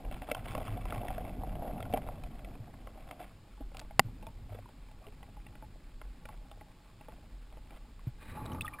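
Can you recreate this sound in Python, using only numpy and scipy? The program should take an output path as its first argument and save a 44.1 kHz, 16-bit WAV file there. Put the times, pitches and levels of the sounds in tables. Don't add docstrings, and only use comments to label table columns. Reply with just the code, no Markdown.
import sys
import numpy as np
from scipy import signal
from scipy.fft import rfft, irfft
from scipy.io import wavfile
from scipy.ndimage import uniform_filter1d

SR = 44100
rng = np.random.default_rng(int(sys.argv[2]) if len(sys.argv) > 2 else 0)


def master(y):
    cut = np.clip(np.atleast_2d(y).T, -1, 1)
    pcm = np.round(cut * 32767)
    wavfile.write(sys.argv[1], SR, pcm.astype(np.int16))


def convert_level_to_amplitude(level_db):
    exponent = np.asarray(level_db, float) / 20
    return 10 ** exponent


N = 388080
TIME = np.arange(N) / SR


def resonate(x, hz, t60):
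    pole = np.exp(2j * np.pi * hz / SR - np.log(1000) / (t60 * SR))
    return signal.lfilter([1], [1, -pole], x).imag


def unit(x):
    return x / np.sqrt(np.mean(x ** 2))


def band(x, hz, width):
    return unit(resonate(x, hz, np.log(1000) / (np.pi * width)))


def walk(rate):
    k = int(SR / rate)
    steps = np.repeat(rng.standard_normal(N // k + 1), k)
    slewed = uniform_filter1d(uniform_filter1d(steps, k), k)
    return unit(slewed[:N])


def curves(table):
    s, *columns = np.transpose(table)
    return [convert_level_to_amplitude(np.interp(TIME, s, c)) for c in columns]


def add(out, s, x):
    i = int(s * SR)
    out[i:i + len(x)] += x[:N - i]


def ring(modes, turn, rise_s):
    hz, db, t60 = np.transpose(modes)[:, :, None]
    t = TIME[:SR // 4]
    tones = convert_level_to_amplitude(db - 60 * t / t60) * np.sin(2 * np.pi * (hz * t + np.reshape(turn, (-1, 1))))
    return tones.sum(axis=0) * (1 - np.exp(-t / rise_s))


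# (frequency [Hz], level [dB], t60 [s])
HOLLOW_MODES = [(282.6, -5, 0.052), (503, -7.5, 0.052), (625.3, -0.5, 0.046), (721.6, -0.5, 0.055),
                (790, -0.5, 0.03)]
REGRIP_S, REGRIP_HZ, REGRIP_T60_S = 3.45, 830, 0.089


def hollow_at(s):
    if s < REGRIP_S:
        return HOLLOW_MODES
    raised = (REGRIP_HZ, HOLLOW_MODES[3][1], REGRIP_T60_S)
    return HOLLOW_MODES[:3] + [raised] + HOLLOW_MODES[4:]


# (frequency [Hz], level [dB], t60 [s])
UPPER_MODES = [(1092, 1.5, 0.032), (1366, 3.5, 0.015), (1600, -3.5, 0.016), (2020, -1.5, 0.02),
               (2280, 1.5, 0.016), (2650, -1, 0.021), (3090, -3.5, 0.017), (3420, -5.5, 0.023),
               (3950, -9.5, 0.0079), (4780, -11.5, .012), (5240, -16.5, 0.024)]
# (time [s], hollow ring peak [dB], upper ring [dB re hollow], where the upper ring is strongest [Hz])
CASE_TAPS = [(0.112, -37, -5.5, 2650), (0.142, -47.5, 7, 2470), (0.219, -32, -5, 2380),
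             (0.288, -31.5, -15, 2260), (0.298, -36, -3, 2020), (0.314, -24, -1, 2750),
             (0.347, -32.5, 2.5, 1400), (0.367, -38, -3, 1250), (0.456, -44.5, 5.5, 2500),
             (0.55, -28.5, 0, 1430), (0.578, -28.5, -6.5, 1550), (0.679, -37, 3, 1280),
             (0.854, -37.5, 2.5, 1400), (0.904, -40, 3, 2220), (0.924, -29.5, -3, 1250),
             (1.052, -30.5, -16, 1440), (1.082, -36, 2.5, 2280), (1.103, -27.5, -17, 1870),
             (1.18, -31.5, -6.5, 1270), (1.435, -30.5, -26, 2590), (1.677, -32.5, -14, 1800),
             (1.826, -38, 1, 2400), (1.853, -41, 0, 1310), (1.926, -38, 0.5, 2400), (1.937, -18, -14, 2230),
             (1.96, -33, -16, 1870), (1.973, -29.5, -19, 2200), (2.088, -30.5, -21, 1260),
             (2.236, -38, -1, 1840), (2.446, -44.5, 2, 2510), (2.871, -39, -2, 1250),
             (2.975, -41.5, -13, 1450), (3.111, -38.5, 5.5, 2400), (3.607, -41, -29, 1250),
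             (3.746, -42, -1.5, 1467), (3.814, -43, -2, 1450), (3.908, -41, -9, 2040),
             (4.225, -41.5, -4.5, 2760), (4.267, -39, -2, 2480), (4.689, -44.5, -7, 2190),
             (4.913, -49, -5, 2980), (5.067, -46.5, 1.5, 2890), (5.229, -47, 2.5, 2310),
             (5.465, -47.5, 2, 2520), (5.554, -47.5, 2.5, 1630), (5.625, -37.5, -12, 1310),
             (6.015, -44, 5, 1460), (6.254, -42, 2, 1480), (6.288, -41.5, 3.5, 1400),
             (6.514, -43.5, 0, 3000), (6.61, -44, -1, 1250), (7.009, -44, -3.5, 2300),
             (7.084, -39.5, -8, 1290), (7.57, -44.5, -7.5, 1580), (7.706, -47, -0.5, 2400),
             (8.456, -34, -3, 1250), (8.546, -34, -10, 1270)]
FOCUS_DB_PER_OCTAVE = 7
CRACK_DB = -9.5


def taps():
    out = np.zeros(N)
    rows = CASE_TAPS + light_taps()
    chance = rng.standard_normal((200, 2, 3, len(UPPER_MODES)))
    rough = rng.standard_normal((200, 400)) ** 3 * np.exp(-TIME[:400] / 0.0015)
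    bright = signal.butter(2, (2500, 5800), "band", fs=SR, output="sos")
    for (s, db, upper_db, focus_hz), draw, force in zip(rows, chance, rough):
        upper = [(hz, m - FOCUS_DB_PER_OCTAVE * abs(np.log2(hz / focus_hz)), t60)
                 for hz, m, t60 in UPPER_MODES]
        groups = ((hollow_at(s), db), (upper, db + upper_db))
        for (modes, group_db), (detune, spot, turn) in zip(groups, draw):
            struck = [(hz * (1 + .04 * a), m + 2.14 * b, t60)
                      for (hz, m, t60), a, b in zip(modes, detune, spot)]
            response = ring(struck, .15 * turn[:len(modes)], 0.00016)
            x = signal.fftconvolve(response, force)
            add(out, s, convert_level_to_amplitude(group_db) * x / np.abs(x).max())
        crack = signal.sosfilt(bright, force)
        add(out, s, convert_level_to_amplitude(db + upper_db + CRACK_DB) * crack / np.abs(crack).max())
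    return out


LIGHT_RUBBING = (14, 9.4)
LIGHT_SETTLED = (4, -51.5)
LIGHT_SCATTER_DB, LIGHT_UPPER_DB, LIGHT_UPPER_SCATTER_DB = 2.5, -7.5, 4
LIGHT_FOCUS_HZ = (1250, 2600)


def light_taps():
    rub_s, rub_db = np.transpose(RUBBING)[:2]
    gaps, spots = rng.exponential(size=(2, 80)), rng.random((2, 80))
    sizes = rng.standard_normal((2, 2, 80))
    rows = []
    low, high = LIGHT_FOCUS_HZ
    spans = ((0, rub_s[-1], LIGHT_RUBBING), (rub_s[-1], N / SR, LIGHT_SETTLED))
    for (start, end, (per_s, db)), gap, spot, (size, edge) in zip(spans, gaps, spots, sizes):
        s = start + np.cumsum(gap) / per_s
        peak_db = db + LIGHT_SCATTER_DB * size
        if start == 0:
            peak_db = peak_db + np.interp(s, rub_s, rub_db)
        upper_db = LIGHT_UPPER_DB + LIGHT_UPPER_SCATTER_DB * edge
        focus_hz = low * (high / low) ** spot
        rows += [row for row in zip(s, peak_db, upper_db, focus_hz) if row[0] < end]
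    return rows


def grit(modes, per_s, scatter_db, bunch_db):
    at = rng.random(N) < per_s / SR
    size_db = scatter_db * np.minimum(rng.exponential(size=N), 3.5)
    ticks = at * convert_level_to_amplitude(size_db + bunch_db * walk(45))
    return unit(sum(convert_level_to_amplitude(db) * resonate(ticks * rng.standard_normal(N), hz, 0.74 * t60)
                    for hz, db, t60 in modes))


# (time [s], hollow part [dB], bright part [dB])
RUBBING = [(0.0, -51.5, -66), (0.15, -54, -61.5), (0.51, -51.5, -54), (1.05, -46.5, -54),
           (1.35, -50, -61.5), (1.66, -45.5, -63.5), (2.01, -51, -61.5), (2.26, -56.5, -65.5),
           (2.87, -62.5, -71.5), (3.12, -55, -63.5), (3.3, -66, -67.5)]
# (time [s], length [s], bright part [dB])
GRIT_SCRAPES = [(0.579, 0.057, -57.5), (1.959, 0.026, -55.5), (3.196, 0.054, -58), (3.747, 0.086, -65),
                (4.491, 0.11, -65), (5.012, .08, -66), (5.277, 0.029, -66), (6.288, .06, -63),
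                (7.083, 0.059, -65.5), (7.705, 0.077, -65.5)]
SCRAPE_HOLLOW_DB, SCRAPE_EDGE_S = 5, 0.01
RUB_TICKS_PER_S, RUB_SCATTER_DB = 1100, 4
GRIT_TICKS_PER_S, GRIT_SCATTER_DB = 600, 4
DRIFT_TICKS_PER_S, DRIFT_SCATTER_DB, DRIFT_HOLLOW_DB, DRIFT_BRIGHT_DB = 159.5, 3.5, -72, -74.5


def rub():
    settled = np.clip((TIME - RUBBING[-1][0]) / 0.039, 0, 1)
    scraping = 0
    for s, length, db in GRIT_SCRAPES:
        inside = np.minimum(TIME - s, s + length - TIME)
        scraping = scraping + convert_level_to_amplitude(db) * np.clip(inside / SCRAPE_EDGE_S + .5, 0, 1)
    hollow_gain, bright_gain = ((1 - settled) * gain for gain in curves(RUBBING))
    hollow_gain = hollow_gain + convert_level_to_amplitude(SCRAPE_HOLLOW_DB) * scraping
    bright_gain = bright_gain + scraping
    rubbing = (hollow_gain * grit(HOLLOW_MODES, RUB_TICKS_PER_S, RUB_SCATTER_DB, 2.2)
               + bright_gain * grit(UPPER_MODES, GRIT_TICKS_PER_S, GRIT_SCATTER_DB, 2.85))
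    last_modes = hollow_at(N / SR)
    drifting = (convert_level_to_amplitude(DRIFT_HOLLOW_DB) * grit(last_modes, DRIFT_TICKS_PER_S, DRIFT_SCATTER_DB, 4.0)
                + convert_level_to_amplitude(DRIFT_BRIGHT_DB) * grit(UPPER_MODES, DRIFT_TICKS_PER_S, DRIFT_SCATTER_DB, 2.3))
    return rubbing + settled * drifting


# (time [s], level [dB])
SNAP_CONTACTS = [(3.9944, -8.5), (3.9949, -2.5), (3.9962, -12.5), (3.9966, -22), (3.998, -28)]
# (frequency [Hz], level [dB], t60 [s])
SNAP_RING = [(150, -14, 0.029), (232, -21, 0.051), (420, -20, 0.018), (805, -9.5, 0.021),
             (1090, -5.5, 0.0084), (1550, -2, 0.006), (2040, 0, .011), (2750, -6.5, 0.0092),
             (3410, -9, .006), (4600, -1, 0.0031), (5600, -12.5, 0.0047)]


def snap():
    out = np.zeros(N)
    turns = rng.random((len(SNAP_CONTACTS), len(SNAP_RING)))
    turns[:2] = [[0], [.5]]
    for (s, db), turn in zip(SNAP_CONTACTS, turns):
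        add(out, s, convert_level_to_amplitude(db) * ring(SNAP_RING, turn, .00015))
    return out


# (time [s], peak [dB], frequency [Hz], t60 [s])
RIG_BUMPS = [(0.09, -51, 110, 0.13), (0.68, -33.5, 105, .4), (0.97, -33, 113.4, 0.14),
             (2.6, -36.5, 111.4, 0.066), (3.605, -40.5, 277, 0.039), (4.047, -34.5, 111.7, 0.144),
             (4.5, -39, 100.1, 0.46), (8.068, -45, 294, 0.037), (8.07, -26.5, 120, 0.061),
             (8.48, -38.5, 85, .3)]
# (time [s], peak [dB], frequency [Hz], t60 [s])
SMALL_BUBBLES = [(4.522, -39.5, 614, 0.041), (4.548, -40.5, 477, 0.033), (4.588, -42, 570, 0.023),
                 (4.658, -45.5, 970, 0.02), (5.04, -52.5, 1150, 0.074), (5.07, -49, 420, 0.13),
                 (8.462, -39.5, 3820, 0.011), (8.519, -41, 3000, 0.019), (8.533, -49, 5680, .02),
                 (8.585, -42.5, 1220, 0.052), (8.6095, -26, 2605, 0.017), (8.6185, -34, 3580, 0.016),
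                 (8.646, -33, 1230, 0.088), (8.657, -43, 3430, .04), (8.667, -38, 2650, 0.019),
                 (8.6787, -30.5, 1880, 0.03), (8.736, -39.5, 2360, 0.059), (8.7865, -41.5, 1710, 0.041),
                 (8.79, -40, 1150, .08)]


def bumps_and_bubbles():
    out = np.zeros(N)
    for table, rise_cycles in ((RIG_BUMPS, 1.3), (SMALL_BUBBLES, .9)):
        noises = rng.standard_normal((len(table), SR // 4))
        for (s, db, hz, t60), noise in zip(table, noises):
            waver = uniform_filter1d(noise, int(1.5 * SR / hz)) * np.sqrt(1.5 * SR / hz)
            x = ring([(hz, 0, t60)], 0, rise_cycles / hz) * (1 + 0.27 * waver)
            add(out, s, convert_level_to_amplitude(db) * x / np.abs(x).max())
    return out


# (time [s], dull part [dB], bright part [dB])
FROND_SLIDE = [(8.13, -75, -76), (8.2, -80, -67), (8.215, -58.5, -55.5), (8.32, -56.5, -52.5),
               (8.35, -45.5, -53), (8.44, -48.5, -59), (8.56, -47, -59), (8.59, -51.5, -70),
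               (8.8, -62, -70)]
# (frequency [Hz], width [Hz], level [dB])
DULL_RESONANCES = [(337, 190, -7.5), (565, 140, -4.5), (853, 33, -1.5), (1150, 100, -1.5)]
# (frequency [Hz], width [Hz], level [dB])
BRIGHT_RESONANCES = [(1630, 340, 2.5), (2050, 390, 2.5), (2440, 120, 1), (3000, 320, -11.5),
                     (3890, 250, -5.5)]


def slide():
    out = 0
    for gain, resonances in zip(curves(FROND_SLIDE), (DULL_RESONANCES, BRIGHT_RESONANCES)):
        catch = convert_level_to_amplitude(2.7 * walk(150))
        noise = sum(convert_level_to_amplitude(db + 2.6 * walk(40)) * band(catch * rng.standard_normal(N), hz, width)
                    for hz, width, db in resonances)
        out = out + gain * unit(noise)
    return out


# (time [s], peak [dB])
DRY_CLICKS = [(0.316, -31.5), (0.529, -42), (3.7696, -34), (3.7945, -32), (3.799, -32.5), (6.256, -46),
              (6.516, -51)]
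CLICK_BAND_HZ, CLICK_DECAY_S = (900, 5400), 0.0016


def clicks():
    out = np.zeros(N)
    wide = signal.butter(2, CLICK_BAND_HZ, "band", fs=SR, output="sos")
    for (s, db), noise in zip(DRY_CLICKS, rng.standard_normal((len(DRY_CLICKS), 500))):
        x = signal.sosfilt(wide, noise ** 3 * np.exp(-TIME[:500] / CLICK_DECAY_S))
        add(out, s, convert_level_to_amplitude(db) * x / np.abs(x).max())
    return out


# (time [s], deep surge [dB], slosh [dB])
WATER_FLOW = [(0.0, -48, -52), (0.14, -39.5, -45), (0.24, -48, -50.5), (0.66, -43.5, -44),
              (1.74, -42.5, -43), (2.3, -44, -48.5), (3.5, -58, -60.5), (3.63, -44, -58), (4.1, -49.5, -52),
              (4.78, -53.5, -58), (5.71, -51, -57.5), (6.01, -48, -60.5), (6.47, -47.5, -58.5),
              (6.77, -61.5, -63.5), (7.05, -53.5, -59), (8.1, -48, -63.5), (8.5, -54.5, -40.5),
              (8.8, -50.5, -60.5)]
# (frequency [Hz], width [Hz], level [dB])
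SLOSH_RESONANCES = [(105, 55, -1.5), (166, 81, -9.5), (244, 81, -6.5)]
SURGE_HZ, SURGE_WIDTH_HZ = 41.7, 18.6


def flow():
    surge_gain, slosh_gain = curves(WATER_FLOW)
    eddies = band(rng.standard_normal(N), SURGE_HZ, SURGE_WIDTH_HZ)
    surge = band(eddies, SURGE_HZ, 2 * SURGE_WIDTH_HZ)
    slosh = sum(convert_level_to_amplitude(db + 2.9 * walk(14)) * band(rng.standard_normal(N), hz, width)
                for hz, width, db in SLOSH_RESONANCES)
    return surge_gain * surge + slosh_gain * unit(slosh)


def coloured(spectrum):
    hz, db = np.transpose(spectrum)
    f = np.fft.rfftfreq(N, 1 / SR) + 1
    gain = convert_level_to_amplitude(np.interp(np.log(f), np.log(hz), db))
    return unit(irfft(rfft(rng.standard_normal(N)) * gain, N))


# (frequency [Hz], relative density [dB per Hz])
HISS_SPECTRUM = [(150, -12), (250, -16), (500, -23), (1000, -27.5), (2000, -31.5), (3500, -31.5),
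                 (5000, -33), (5600, -37.5), (6000, -50)]


def hiss():
    return convert_level_to_amplitude(-62) * coloured(HISS_SPECTRUM)


def scene():
    contacts = taps() + rub() + snap() + bumps_and_bubbles() + slide() + clicks()
    return np.tile(contacts + flow() + hiss(), (2, 1))


def band_limit(x):
    return signal.sosfilt(signal.butter(12, 15790, fs=SR, output="sos"), x)


CONVERTER_DB = -71.5
TOP_HZ = 15600


def record(dry):
    noisy = dry + convert_level_to_amplitude(CONVERTER_DB) * rng.standard_normal(dry.shape)
    slow = signal.resample_poly(noisy, 40, 147, axis=1)
    steps = np.repeat(slow, 4, axis=1)
    held = signal.resample_poly(steps, 147, 160, axis=1)[:, :N]
    held = signal.sosfilt(signal.butter(8, TOP_HZ, fs=SR, output="sos"), held)
    mix = np.clip(held, -1, 1)
    return band_limit(mix)


dry = scene()
out = record(dry)
master(out)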